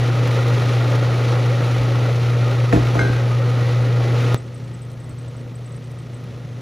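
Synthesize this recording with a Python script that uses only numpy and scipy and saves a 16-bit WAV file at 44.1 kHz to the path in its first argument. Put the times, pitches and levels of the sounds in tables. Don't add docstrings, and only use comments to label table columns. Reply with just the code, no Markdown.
import sys
import numpy as np
from scipy import signal
from scipy.fft import rfft, irfft
from scipy.io import wavfile

SR = 44100
rng = np.random.default_rng(int(sys.argv[2]) if len(sys.argv) > 2 else 0)


def master_out(mix):
    frames = np.transpose(np.atleast_2d(mix))
    ceiling = np.clip(frames, -1, 1)
    pcm = np.round(ceiling * 32767).astype(np.int16)
    wavfile.write(sys.argv[1], SR, pcm)


N = 291501

CUT_S, CUT_END_S = 4.345, 4.382


def from_db(db):
    return 10 ** (np.asarray(db) / 20)


def rms_one(x):
    return x / np.sqrt(np.mean(x ** 2) + 1e-20)


def in_time(rows):
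    s, *columns = np.transpose(rows)
    return [np.interp(np.arange(N) / SR, s, c) for c in columns]


def bins():
    return np.maximum(np.arange(N // 2 + 1) * SR / N, 1)


def colour(x, points):
    hz, db = np.transpose(points)
    gain = from_db(np.interp(np.log(bins()), np.log(hz), db))
    return irfft(rfft(x) * gain, N)


def band(x, low_hz, high_hz, order=2):
    edges = [low_hz, min(high_hz, .45 * SR)]
    sos = signal.butter(order, edges, "band", fs=SR, output="sos")
    return signal.sosfilt(sos, x + 1e-18)


def unit_in(x, low_hz, high_hz):
    return x / np.std(band(x, low_hz, high_hz, order=4))


def drift(rate_hz):
    spectrum = rfft(rng.standard_normal(N))
    return rms_one(irfft(spectrum / (1 + (bins() / rate_hz) ** 2), N))


def ring(x, hz, t60):
    r, w = from_db(-60 / (t60 * SR)), 2 * np.pi * hz / SR
    return signal.lfilter([0, np.sin(w)], [1, -2 * r * np.cos(w), r * r], x + 1e-18)


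def grains(per_s, spread_db):
    sizes = from_db(spread_db * np.minimum(rng.exponential(1, N), 5)) * rng.choice([-1, 1], N)
    return rms_one(sizes * (rng.random(N) < per_s / SR))


def bursts(rows, rise_s, fall_s):
    out, t = np.zeros(N + SR), np.arange(SR // 10) / SR
    shape = (1 - np.exp(-t / rise_s)) * np.exp(-t / fall_s)
    for s, db in rows:
        at = int(s * SR)
        out[at:at + len(t)] += from_db(db) * shape / shape.max()
    return out[:N]


def tail(t60):
    t = np.arange(SR // 2) / SR
    cloud = rng.standard_normal(len(t)) * from_db(-60 * t / t60) * (t > .003)
    return cloud / np.linalg.norm(cloud)


def scatter(x, t60=0.18):
    cloud = rfft(tail(t60), N)
    return irfft(rfft(x) * cloud / np.abs(cloud), N)


def hum(thick, waver_db=0.58):
    overtones = [-0.5, -33.5, -29, -24, -35.5]
    hum_hz, hum_db = 120.05, -16
    load_waver_db, dough_waver_db, wavers_hz = 0.3, 0.7, 9
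    phase = 2 * np.pi * hum_hz * np.arange(N) / SR
    lines = 0
    for k, db in enumerate(overtones, 1):
        level = from_db(db + waver_db * k * drift(21))
        lines = lines + level * np.sin(k * phase + rng.uniform(0, 2 * np.pi))
    load_db = (load_waver_db + dough_waver_db * thick) * drift(wavers_hz)
    return np.sqrt(2) * from_db(hum_db + load_db) * lines


def blade_sweep():
    # [t/s, turns per s]
    speed = [(0, 25), (2, 29.3), (4.4, 24.5), (5.3, 30), (6, 31), (6.6, 25)]
    turns_per_s = in_time(speed)[0] + 0.27 * drift(1.6)
    angle = 2 * np.pi * np.cumsum(turns_per_s) / SR
    return (np.cos(angle) + 1.2 * np.cos(2 * angle)) * (1 + 0.15 * drift(10))


def churn(thick, sweep, damping_db=2.5, wander_db=0.5):
    # [f/Hz, relative level per Hz/dB]
    batter_colour = [(100, -29), (170, -3.5), (201, -14), (241, -0.5), (487, 0.5), (720, -7.5), (782, -5),
                     (972, -11.5), (1260, -9.5), (1550, -14.5), (2000, -13.5), (2600, -27.5), (4400, -120)]
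    dough_colour = [(100, -19), (170, -10), (209, -37), (241, -1), (270, -11), (413, -13), (487, -13),
                    (962, -25), (1230, -25.5), (1500, -41), (2000, -33), (2600, -52), (4400, -120)]
    # [f/Hz, width/Hz, relative level/dB]
    bowl = [(287.5, 43, -14.5), (482, 25, -12.5), (543.4, 27, -9.5), (582, 6.7, -22), (674, 30, -23.5),
            (787, 7.6, -27), (876, 15, -22.5), (1105, 4.7, -22.5), (1236, 11, -16.5), (1283, 29, -16.5),
            (1395, 55, -15), (1897, 19, -19.5), (2020, 12, -24.5)]
    surge = from_db(0.5 * sweep + 0.62 * drift(22))
    slaps = (grains(2200, 2.6) + .5 * rng.standard_normal(N)) * surge
    batter = unit_in(colour(slaps, batter_colour), 250, 1000)
    dough = unit_in(colour(slaps, dough_colour), 250, 1000)
    body = (1 - thick) * from_db(-0.87) * batter + thick * from_db(-0.2) * dough
    modes = 0
    for hz, width, db in bowl:
        blows = grains(700, 3.4) * surge * from_db(wander_db * drift(19))
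        t60 = np.log(1000) / (np.pi * width)
        modes = modes + from_db(db) * rms_one(ring(blows, hz, t60))
    return body + modes * from_db(1.5 - damping_db * thick)


def spray(thick, sweep):
    # [f/Hz, relative level per Hz/dB]
    batter_colour = [(1600, -9), (2300, 1.5), (3200, -3), (4100, -3.5), (4900, -9.5), (6000, -10),
                     (7500, -19.5), (9000, -14), (10500, -22.5), (13000, -26.5), (16000, -21.5)]
    dough_colour = [(1600, 8), (2300, 4), (3200, 1), (4100, 0), (4900, -5), (6000, -3.5), (7300, -13),
                    (9000, -4.5), (10800, -24), (12500, -42), (16000, -33)]
    depth_db = 0.6 + 0.25 * thick
    throb = from_db(depth_db * sweep + 0.61 * drift(30))
    fizz = (grains(5000, 2.0) + 0.68 * rng.standard_normal(N)) * throb
    batter, dough = (unit_in(band(colour(fizz, c), 1750, 19000, order=4), 2000, 7000)
                     for c in (batter_colour, dough_colour))
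    return (1 - thick) * batter + thick * dough


def rumble(shake_db):
    # [f/Hz, relative level per Hz/dB]
    housing = [(24, -62), (36, -13), (55, -5.5), (90, -1), (110, 2), (135, -1), (149, 9.5), (162, 0),
               (185, -2), (230, -9), (400, -44.5)]
    # [t/s, level/dB]
    lurches = [(1.76, -31)]
    shake = from_db(shake_db) * rms_one(colour(rng.standard_normal(N), housing))
    bump = rms_one(band(rng.standard_normal(N), 38, 78))
    return shake + bursts(lurches, 0.028, .05) * bump


def drops():
    # [t/s, relative level/dB]
    hits = [(0.2773, -41), (0.3451, -48), (0.4833, -47), (0.9557, -45), (1.4651, -51), (4.9152, -51),
            (5.0933, -54), (5.9145, -56), (6.2392, -55)]
    tick = rms_one(band(rng.standard_normal(N), 3500, 15000))
    return from_db(6) * bursts(hits, .0003, 0.0024) * tick


def counter():
    # [t/s, relative level/dB, contact time/ms]
    contacts = [(2.7263, -13.5, 0.35), (2.730, -4, 1.2), (2.736, -5, 2), (2.747, -13, 0.84),
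                (2.755, -1.5, 2.64), (2.771, -8.5, 1.14), (2.952, -14, 0.79), (2.968, -15, .8),
                (2.993, -17, 1.05), (3.008, -11, 1.5), (3.049, -16.5, 0.74), (3.094, -12, 2.6)]
    # [f/Hz, relative level/dB, t60/s]
    top_modes = [(58, -7, 0.25), (90, -4, 0.056), (163, -8.5, 0.12), (236.5, -1.5, 0.11), (304.4, -5, 0.16),
                 (394, -3.5, 0.15), (500, -1.5, 0.031), (674, -0.5, 0.045), (862, -6, 0.053),
                 (1050, -10, 0.031), (1375, 0, 0.036), (1755, 7, 0.025), (2540, 3.5, 0.016)]
    # [t/s, level/dB]
    scuffs = [(2.7245, -27), (2.75, -39), (2.945, -34), (2.99, -37)]
    thuds = np.zeros(N)
    for s, thud_db, contact_ms in contacts:
        at = int(s * SR)
        push = np.sin(np.linspace(0, np.pi, max(int(contact_ms * SR / 1000), 3)))
        thuds[at:at + len(push)] += from_db(thud_db) * push / push.sum()
    top = 0
    for k, (hz, db, t60) in enumerate(top_modes):
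        top = top + (-1) ** k * from_db(db - 5.5) * ring(thuds, hz, t60)
    grit = bursts(scuffs, 0.00037, 0.028) * rms_one(band(grains(5000, 2.4), 830, 1770, order=1))
    direct = top + grit
    return direct + .5 * signal.fftconvolve(direct, tail(0.27))[:N]


def jug():
    # [f/Hz, level before the waver/dB, t60/s]
    glass_modes = [(1502, -25.5, .6), (1545, -31, .22), (1588, -23, .65), (2121, -22, .18), (3978, -40, .5),
                   (4900, -40, .08), (6142, -37, .2), (7924, -48, .22)]
    clink_s = 2.9925
    tap = np.zeros(N)
    tap[int(clink_s * SR)] = 1
    glass = sum(from_db(db + 2.2 * drift(45)) * ring(tap, hz, t60) for hz, db, t60 in glass_modes)
    return counter() + glass


def click():
    impulse = np.zeros(N)
    impulse[int(CUT_S * SR)] = .45
    decay_s = .0007
    return signal.lfilter([1], [1, -np.exp(-1 / (decay_s * SR))], impulse)


def slips():
    # [t/s, relative level/dB]
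    chirps = [(4.3743, -39.5), (4.5414, -43), (4.6422, -48.5), (4.742, -49), (4.817, -41.5), (4.8983, -46),
              (4.9995, -44.5), (5.0912, -44.5), (5.1843, -43.5), (5.364, -47), (5.5523, -47),
              (5.657, -42.5), (5.7186, -44), (5.8405, -47), (5.9096, -49), (5.9848, -45), (6.14, -44.5)]
    reslip_s, reslip_db = 0.028, -9
    faint_per_s, faint_db, faint_spread_db = 11, -53, 5.5
    faint_end_s = 5.8
    seconds = [(s + reslip_s * rng.uniform(0.93, 1.14), db + reslip_db) for s, db in chirps]
    chance = rng.standard_normal(size=(40, 2))
    beats = np.arange(len(chance)) + 1 + 0.19 * chance[:, 0]
    times = CUT_END_S + beats / faint_per_s
    faint = [(s, faint_db + faint_spread_db * luck)
             for s, luck in zip(times, chance[:, 1]) if s < faint_end_s]
    return list(chirps) + seconds + faint


def bearing(pitch_hz=8230, sag_hz=260):
    grip = bursts(slips(), .004, .007)
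    hz = pitch_hz - sag_hz * grip / grip.max() + 90 * drift(63.5)
    flicker = from_db(1.5 + 1.2 * drift(90))
    return flicker * grip * np.sin(2 * np.pi * np.cumsum(hz) / SR)


def scene():
    # [t/s, vigour/dB]
    vigour = [(0, 0.8), (0.55, 2.5), (2.5, 0.3), (3.9, -1.1), (4.2, 1.5), (4.8, 0), (5.6, -0.4), (6.6, 0.5)]
    # [f/Hz, machine level/dB, jug level/dB]
    width = [(60, -18, -25), (130, -17.5, -21), (175, -22, -5), (235, -10.5, -17), (380, -16, -6),
             (567, -15, 2), (730, -9.5, -1), (1050, -9, 5), (1270, -12.5, 0), (1750, -5, -9),
             (1960, -14.5, 4), (2300, -51, -37), (3160, -32, -32), (3800, -90, -46), (6960, -79, -37)]
    spray_base_db, churn_base_db, rumble_base_db = -38, -29.5, -33.5
    churn_follows = 0.76
    dough_churn_db, dough_rumble_db = 1.0, 10.5
    surge_db, surges_hz = 0.64, 3.3
    lean_db = .1

    thick, = in_time([(CUT_S, 0), (CUT_END_S, 1)])
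    later_gain = from_db(-15.5 * thick)
    sweep = blade_sweep()
    vigour_db = in_time(vigour)[0] + surge_db * drift(surges_hz)
    churn_db = churn_base_db + churn_follows * vigour_db + dough_churn_db * thick
    churning = from_db(churn_db) * churn(thick, sweep)
    spraying = from_db(spray_base_db + vigour_db) * spray(thick, sweep)
    shaking = rumble(rumble_base_db + dough_rumble_db * thick)
    machine = later_gain * (churning + spraying + shaking) + drops() + bearing()
    motor, knocks = later_gain * hum(thick), jug()

    hz, machine_db, jug_db = np.transpose(width)
    machine_side = colour(scatter(machine + from_db(-15.5) * motor), np.c_[hz, machine_db])
    jug_side = colour(signal.hilbert(knocks).imag, np.c_[hz, jug_db])
    side = (machine_side + jug_side) * [[1], [-1]]
    return (machine + motor + knocks + side) * from_db([[lean_db], [-lean_db]])


def record(dry):
    lag_s, split_hz, bleed = .000289, 7600, 0.13
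    cutoff_hz = 15750
    hz = bins()
    late = np.where(hz > split_hz, np.exp(-2j * np.pi * hz * lag_s), 1)
    responses = np.array([late + bleed, 1 + bleed * late]) / (1 + bleed)
    ports = irfft(rfft(dry) * responses, N)
    low_pass = signal.ellip(10, .1, 80, cutoff_hz, fs=SR, output="sos")
    return signal.sosfilt(low_pass, ports + click())


dry = scene()
out = record(dry)
master_out(out)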